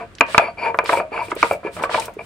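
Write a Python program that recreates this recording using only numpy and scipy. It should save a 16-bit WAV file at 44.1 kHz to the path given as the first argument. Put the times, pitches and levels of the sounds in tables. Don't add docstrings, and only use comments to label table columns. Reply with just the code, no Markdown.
import sys
import numpy as np
from scipy import signal
from scipy.fft import rfft, irfft, next_fast_len
from scipy.io import wavfile
from scipy.ndimage import map_coordinates

SR = 44100
rng = np.random.default_rng(int(sys.argv[2]) if len(sys.argv) > 2 else 0)


def boost_factor(decibels):
    exponent = np.asarray(decibels, float) / 20
    return 10 ** exponent


def output_pcm(signal):
    pcm = np.clip(np.atleast_2d(signal).T, -1, 1) * 32767
    wavfile.write(sys.argv[1], SR, np.round(pcm).astype(np.int16))


N = 99225

# start in seconds, length in seconds, level in dB,
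# roller ring in dB.
CHATTER_STROKES = [(-.06, 0.13, -27, -7), (0.248, 0.09, -30, -15), (0.361, 0.17, -27, 6),
                   (0.567, 0.098, -31.5, 8.5), (0.614, 0.12, -22, 0.5), (0.842, 0.023, -55, 25),
                   (0.876, 0.12, -25, -16), (0.944, 0.097, -29.5, 6), (1.105, 0.17, -24.5, 3),
                   (1.284, 0.068, -30.5, -25), (1.428, 0.024, -19, -26), (1.483, 0.087, -32, 5.5),
                   (1.628, 0.083, -27, -4.5), (1.752, 0.15, -26, -14), (1.869, 0.21, -25.5, -22),
                   (2.048, 0.082, -42.5, 1.5), (2.181, 0.042, -36.5, 4.5)]
# start in seconds, length in seconds, level in dB,
# cut of the low grit in dB (higher is brighter).
CRUSH_STROKES = [(-.05, 0.2, -84, -24), (.255, 0.19, -44.5, -15), (.4, 0.076, -88, -1),
                 (.72, 0.12, -58, 12), (.835, 0.12, -42, -17), (.9, 0.12, -35.5, -0.5),
                 (1.2, 0.11, -45, -3), (1.29, 0.048, -49.5, -13), (1.345, 0.16, -42, -15),
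                 (1.43, 0.15, -38, 2), (1.7, 0.14, -45, -4), (1.815, 0.052, -40, -8),
                 (1.885, 0.14, -43.5, -19.5), (1.97, 0.12, -37.5, -2.5), (2.12, 0.053, -63, -8),
                 (2.19, 0.19, -47.5, -2)]
# start in seconds, peak in dB,
# pitch in Hz, t60 in seconds.
REBOUNDS = [(.010, -24.5, 697, 0.19), (0.013, -23.5, 983, 0.065), (0.211, -19, 259, 0.13),
            (.228, -14, 974, 0.044), (.285, -30.5, 630, 0.098), (.396, -4, 689, 0.05),
            (.42, -12.5, 590, 0.049), (.448, -24, 637, 0.05), (.484, -17.5, 686, 0.078),
            (.575, -31, 710, 0.077), (.626, -18, 940, 0.1), (0.644, -14, 468, 0.017),
            (.664, -11, 916, 0.11), (.698, -14.5, 922, .07), (0.901, -8.5, 593, 0.025),
            (.935, -3.5, 924, 0.052), (0.952, -10, 930, 0.034), (0.973, -13.5, 540, 0.091),
            (.989, -9.5, 580, 0.045), (1.010, -11, 665, 0.054), (1.024, -22, 630, 0.19),
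            (1.051, -26, 564, 0.054), (1.142, -15.5, 1010, 0.043), (1.192, -11.5, 896, 0.035),
            (1.214, -14, 973, 0.07), (1.325, -13, 348, 0.026), (1.432, -13.5, 313, 0.03),
            (1.448, -10.5, 967, 0.044), (1.528, -10, 556, 0.03), (1.534, -18.5, 2320, 0.042),
            (1.549, -15, 593, .05), (1.564, -22.5, 665, .06), (1.649, -11.5, 399, 0.038),
            (1.661, -14.5, 406, 0.066), (1.670, -17.5, 1000, 0.028), (1.671, -17, 2390, 0.024),
            (1.680, -15.5, 397, 0.019), (1.823, -12, 910, 0.028), (1.854, -13, 1153, 0.053),
            (1.913, -13.5, 920, 0.027), (1.955, -8.5, 597, 0.043), (1.963, -13, 2330, 0.019),
            (1.977, -12, 905, 0.085), (1.986, -12.5, 927, 0.029), (1.996, -16, 912, 0.052),
            (2.021, -17, 2420, 0.018), (2.103, -27.5, 708, 0.037), (2.167, -21, 408, 0.067),
            (2.209, -29, 680, 0.05), (2.211, -23, 2345, 0.026)]
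# start in seconds, peak in dB, pitch in Hz.
TICKS = [(.151, -35, 4840), (0.184, -28, 3000), (.197, -42, 8060), (.265, -35.5, 3900), (.750, -53, 9000),
         (0.774, -40.5, 8000), (.842, -33.5, 11700), (0.859, -22.5, 3000), (1.308, -32.5, 4900),
         (1.352, -31, 12000), (1.53, -28.5, 9000), (1.829, -29, 5100), (1.998, -17, 5700),
         (2.051, -43, 11900), (2.056, -27.5, 9000), (2.138, -46, 9000)]
# start in seconds, peak in dB, loudest slab pitch in Hz,
# roller ring in dB.
KNOCKS = [(.208, 7.5, 1222, 7.5), (0.3457, -2.5, 1000, 6.5), (.379, 10.5, 1310, 4.5), (.661, -17.5, 960, 8),
          (.744, -8.5, 850, -17), (.788, 2, 1110, 3), (0.837, -16.5, 530, -17), (.893, -1.5, 1000, -2),
          (.923, -4.5, 855, -1), (.930, -3, 950, 4.5), (0.972, -12, 597, 9.5), (1.0, -7, 740, -3),
          (1.118, -18, 430, -25), (1.177, -11, 860, 4), (1.283, -20, 357, 5.5), (1.3171, -7.5, 1080, -18),
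          (1.364, -13.5, 446, -3), (1.4282, 3, 1060, 5), (1.5108, -2.5, 663, 0.5), (1.632, -24.5, 680, -22),
          (1.766, -18, 830, 7), (1.796, -16, 910, -14), (1.837, -2.5, 1104, 1.5), (1.894, -11, 880, -31),
          (1.944, -1, 1110, -6), (2.082, -18.5, 684, -3), (.858, -16.5, 900, 6.5), (2.192, -21, 677, 8)]
# pitch in Hz, level in dB, t60 in seconds.
ROLLER_MODES = [(929.3, -8, 0.048), (2272, -10, 0.015), (2350, -6, 0.031), (2439, -13.5, 0.025),
                (2670, -22.5, 0.06), (4573, -19.5, 0.018), (5140, -31.5, 0.017), (7270, -34, 0.02),
                (9900, -27, 0.011)]
# pitch in Hz, level in dB, t60 in seconds.
SLAB_MODES = [(259, -9.5, 0.091), (347.5, -7.5, 0.093), (415.5, -6, 0.084), (465, 1, 0.088),
              (554, -1.5, 0.096), (628, 0, 0.084), (688.8, -1.5, 0.11), (810, 2, 0.013),
              (1000, -1.5, 0.055), (1178, 9, 0.019), (1310, -2, 0.038), (1550, -3, 0.045),
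              (1694, -3.5, 0.046), (2008, -8, 0.026)]
# frequency in Hz, level in dB.
SCRAPE_COLOUR = [(80, -48), (200, -15.5), (600, 3.5), (2500, -11), (3200, -18), (6000, -33), (10000, -33),
                 (12000, -60)]
# frequency in Hz, level in dB per Hz.
GRIT_COLOUR = [(700, -18), (1500, 0), (3000, 1), (5000, -3.5), (6500, -8.5), (8500, 2), (11000, -9),
               (15000, -13.5)]
# frequency in Hz, level in dB.
THUD_COLOUR = [(25, -42), (50, -15.5), (97, 12.5), (140, 0), (200, 8), (300, -48)]
# frequency in Hz, level in dB.
AIR_COLOUR = [(24, -41), (40, -6), (352, -13), (932, -24.5), (1140, -17), (2870, -27), (5920, -40.5),
              (8620, -38.5), (15700, -58)]
# frequency in Hz, left-right likeness from 0 to 1.
LIKENESS = [(100, 0.93), (500, 0.76), (2000, 0.09), (5000, 0.13), (9000, 0.049)]
# frequency in Hz, t60 in seconds.
ROOM_DECAY = [(200, 0.2), (2000, 0.2), (8000, 0.17)]
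# frequency in Hz, left over right in dB, left lead in radians.
PORTS = [(250, -3, 0.12), (450, -1, 0.07), (885, 5.5, 0.2), (1200, -2.5, 0.99), (2420, 3.5, 0.49),
         (9000, -7.5, 1.9)]

PITS_PER_S, PIT_SCATTER_DB = 1500, 3.5
GRITS_PER_S, GRIT_SCATTER_DB = 2800, 9
FALL_DB, BELOW_DB = 10.5, 0.5
GRIP_T60_S, GRIP_SHARE = 0.13, 0.89
NEIGHBOUR_STEP, NEIGHBOUR_DB = 0.11, -12.5
LIGHT_HZ = 157
TOP_HZ = 15800


def unit(x):
    return x / np.sqrt(np.mean(x ** 2) + 1e-20)


def along(points, hz):
    f, value = np.transpose(points)
    return np.interp(np.log(hz + 1), np.log(f + 1), value)


def wobble(rate):
    return map_coordinates(rng.standard_normal(1000), [np.arange(N) * rate / SR])


def filtered(x, response):
    m = next_fast_len(N + SR // 2)
    return irfft(rfft(x, m) * response(np.fft.rfftfreq(m, 1 / SR)), m)[..., :N]


def place(out, start_s, sound):
    out[:, round(start_s * SR):][:, :sound.shape[1]] += sound


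def grains(per_s, scatter_db):
    happens = rng.random((2, N)) < per_s / SR
    size = boost_factor(scatter_db * np.minimum(rng.exponential(size=(2, N)), 3.04))
    return unit(happens * size * np.sign(rng.standard_normal((2, N))))


def spread(pair, colour):
    def response(hz):
        turn = np.arccos(np.clip(along(LIKENESS, hz), -1, 1)) / 2
        return boost_factor(along(colour, hz)) * [np.cos(turn), np.sin(turn)]

    mid, side = filtered(pair, response)
    return unit(np.array([mid + side, mid - side]))


def strokes(rows, lag_s=0, sharp=1.73, rise=0.72):
    start, length, db, extra_db = np.transpose(rows)[:, :, None]
    progress = np.clip((np.arange(N) / SR - start - lag_s) / length, 0, 1)
    return np.abs(np.sin(np.pi * progress ** rise)) ** sharp * boost_factor(db), extra_db


def ring(modes, db, t):
    hz, _, t60 = np.transpose(modes)[:, :, None]
    at, pan_db, lead = np.transpose(PORTS)
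    side = np.array([.5, -.5])[:, None, None]
    wave = np.sin(2 * np.pi * hz * t + side * np.interp(hz, at, lead))
    level = boost_factor(db[:, None] + side * np.interp(hz, at, pan_db) - 60 * t / t60)
    attack = 1 - np.exp(-t / 0.0012)
    return (level * wave).sum(1) * attack


def burst(hz, wide, t60, t):
    edges = np.clip([hz / (1 + wide), hz * (1 + wide)], 50, TOP_HZ)
    puff = rng.standard_normal((2, len(t))) * boost_factor(-60 * t / t60)
    sos = signal.butter(4, edges, "bandpass", fs=SR, output="sos")
    a, b = signal.sosfilt(sos, puff)
    return np.array([a + 0.12 * b, a - 0.81 * b]) / np.abs(a).max()


def chatter():
    t = np.arange(SR // 8) / SR
    shape, roller_db = strokes(CHATTER_STROKES)
    clumps = boost_factor(1.8 * np.array([wobble(44.844), wobble(45.44)]))
    taps = grains(PITS_PER_S, PIT_SCATTER_DB) * clumps
    push = shape.sum(0)
    out = boost_factor(-8.5) * push * spread(taps + 3.3 * rng.standard_normal((2, N)), SCRAPE_COLOUR)

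    slab_drive = push * taps[0]
    rub = unit(taps[1] + 2.9 * rng.standard_normal(N))
    roller_drive = (shape * boost_factor(roller_db)).sum(0) * rub
    for modes, drive in ((SLAB_MODES, slab_drive), (ROLLER_MODES, roller_drive)):
        bodies = [ring([mode], np.array(mode[1:2]), t) for mode in modes]
        size = np.linalg.norm(sum(bodies)[0])
        for body in bodies:
            shifting = drive * boost_factor(1.8 * wobble(24.89))
            out += boost_factor(-3.5) * signal.oaconvolve(shifting[None], body / size, axes=1)[:, :N]
    return out


def crush():
    shape, bright_db = strokes(CRUSH_STROKES, sharp=1.6, rise=0.94)
    grit = 0.61 * grains(GRITS_PER_S, GRIT_SCATTER_DB) + rng.standard_normal((2, N))
    fizz = spread(grit, GRIT_COLOUR) * boost_factor(0.95 * wobble(35.73))
    low = filtered(fizz, lambda hz: 1 / (1 + (hz / 5500) ** 4))
    low_gain = (shape * boost_factor(-bright_db)).sum(0)
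    high_gain = shape.sum(0) * boost_factor(2.2 * wobble(59.6))
    return low_gain * low + high_gain * (fizz - low)


def floor():
    push = boost_factor(-53.5) + boost_factor(-6.5) * strokes(CRUSH_STROKES, lag_s=0.034)[0].sum(0)
    thud = push * boost_factor(2.3 * wobble(14.14)) * spread(rng.standard_normal((2, N)), THUD_COLOUR)
    return thud + boost_factor(-47) * spread(rng.standard_normal((2, N)), AIR_COLOUR)


def rebounds():
    out, t = np.zeros((2, N + SR)), np.arange(SR // 8) / SR
    for start, db, hz, t60 in REBOUNDS:
        modes = [(hz * (1 + k * NEIGHBOUR_STEP), 0, t60 / (1 + abs(k))) for k in (-1, 0, 1)]
        place(out, start, ring(modes, db + NEIGHBOUR_DB * np.array([1, 0, 1]), t))
    return out[:, :N]


def ticks():
    out, t = np.zeros((2, N + SR)), np.arange(SR // 40) / SR
    for start, db, hz in TICKS:
        place(out, start, boost_factor(db) * burst(hz, wide=0.75, t60=0.029, t=t))
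    return out[:, :N]


def knocks():
    out, t = np.zeros((2, N + SR)), np.arange(SR // 5) / SR
    slab, roller = np.array(SLAB_MODES), np.array(ROLLER_MODES)
    grip = 1 - GRIP_SHARE + GRIP_SHARE * boost_factor(-60 * t / GRIP_T60_S)
    soft_db = -10 * np.log10(1 + (roller[:, 0] / 3000) ** 8)
    for start, db, hz, roller_db in KNOCKS:
        chance, shift = rng.standard_normal((2, len(slab) + len(roller)))
        modes = np.concatenate([slab, roller])
        modes[:, 0] *= 1 + 0.016 * shift
        octaves = np.log2(slab[:, 0] / hz)
        slab_level = slab[:, 1] - FALL_DB * abs(octaves) + BELOW_DB * np.minimum(octaves, 0)
        roller_level = roller[:, 1] + roller_db + soft_db
        levels = np.concatenate([slab_level, roller_level]) + 2 * chance
        body = boost_factor(-5.5) * grip * ring(modes, levels, t)
        crack = boost_factor(-7) * burst(hz, wide=1, t60=0.025, t=t)
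        place(out, start, boost_factor(db) * (body + crack))
    return out[:, :N]


def room(x):
    hz, t, z = signal.stft(rng.standard_normal((2, SR // 2)), SR, nperseg=256)
    turn = np.arccos(np.clip(along(LIKENESS, hz), -1, 1))[:, None] / 2
    side = np.array([1, -1])[:, None, None]
    z = np.cos(turn) * z[0] + side * np.sin(turn) * z[1]
    decay = boost_factor(-60 * t / along(ROOM_DECAY, hz)[:, None])
    tail = signal.istft(z * decay, SR, nperseg=256)[1]
    delayed = np.pad(x, (200, 0))
    return signal.fftconvolve(delayed[None], tail / np.linalg.norm(tail[0]), axes=1)[:, :N]


def scene():
    stones = rebounds() - knocks() + chatter()
    stones = filtered(stones, lambda hz: (1j * hz / (LIGHT_HZ + 1j * hz)) ** 2)
    near = stones + crush() + ticks()
    return near + boost_factor(-10.5) * room(near.mean(0)) + floor()


def low_pass(x):
    return signal.sosfilt(signal.butter(12, 16990, fs=SR, output="sos"), x)


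def record(dry):
    x = filtered(dry, lambda hz: hz < TOP_HZ)
    knee = 61
    clipped = x / (1 + np.abs(x) ** knee) ** (1 / knee)
    return low_pass(clipped)


dry = scene()
out = record(dry)
output_pcm(out)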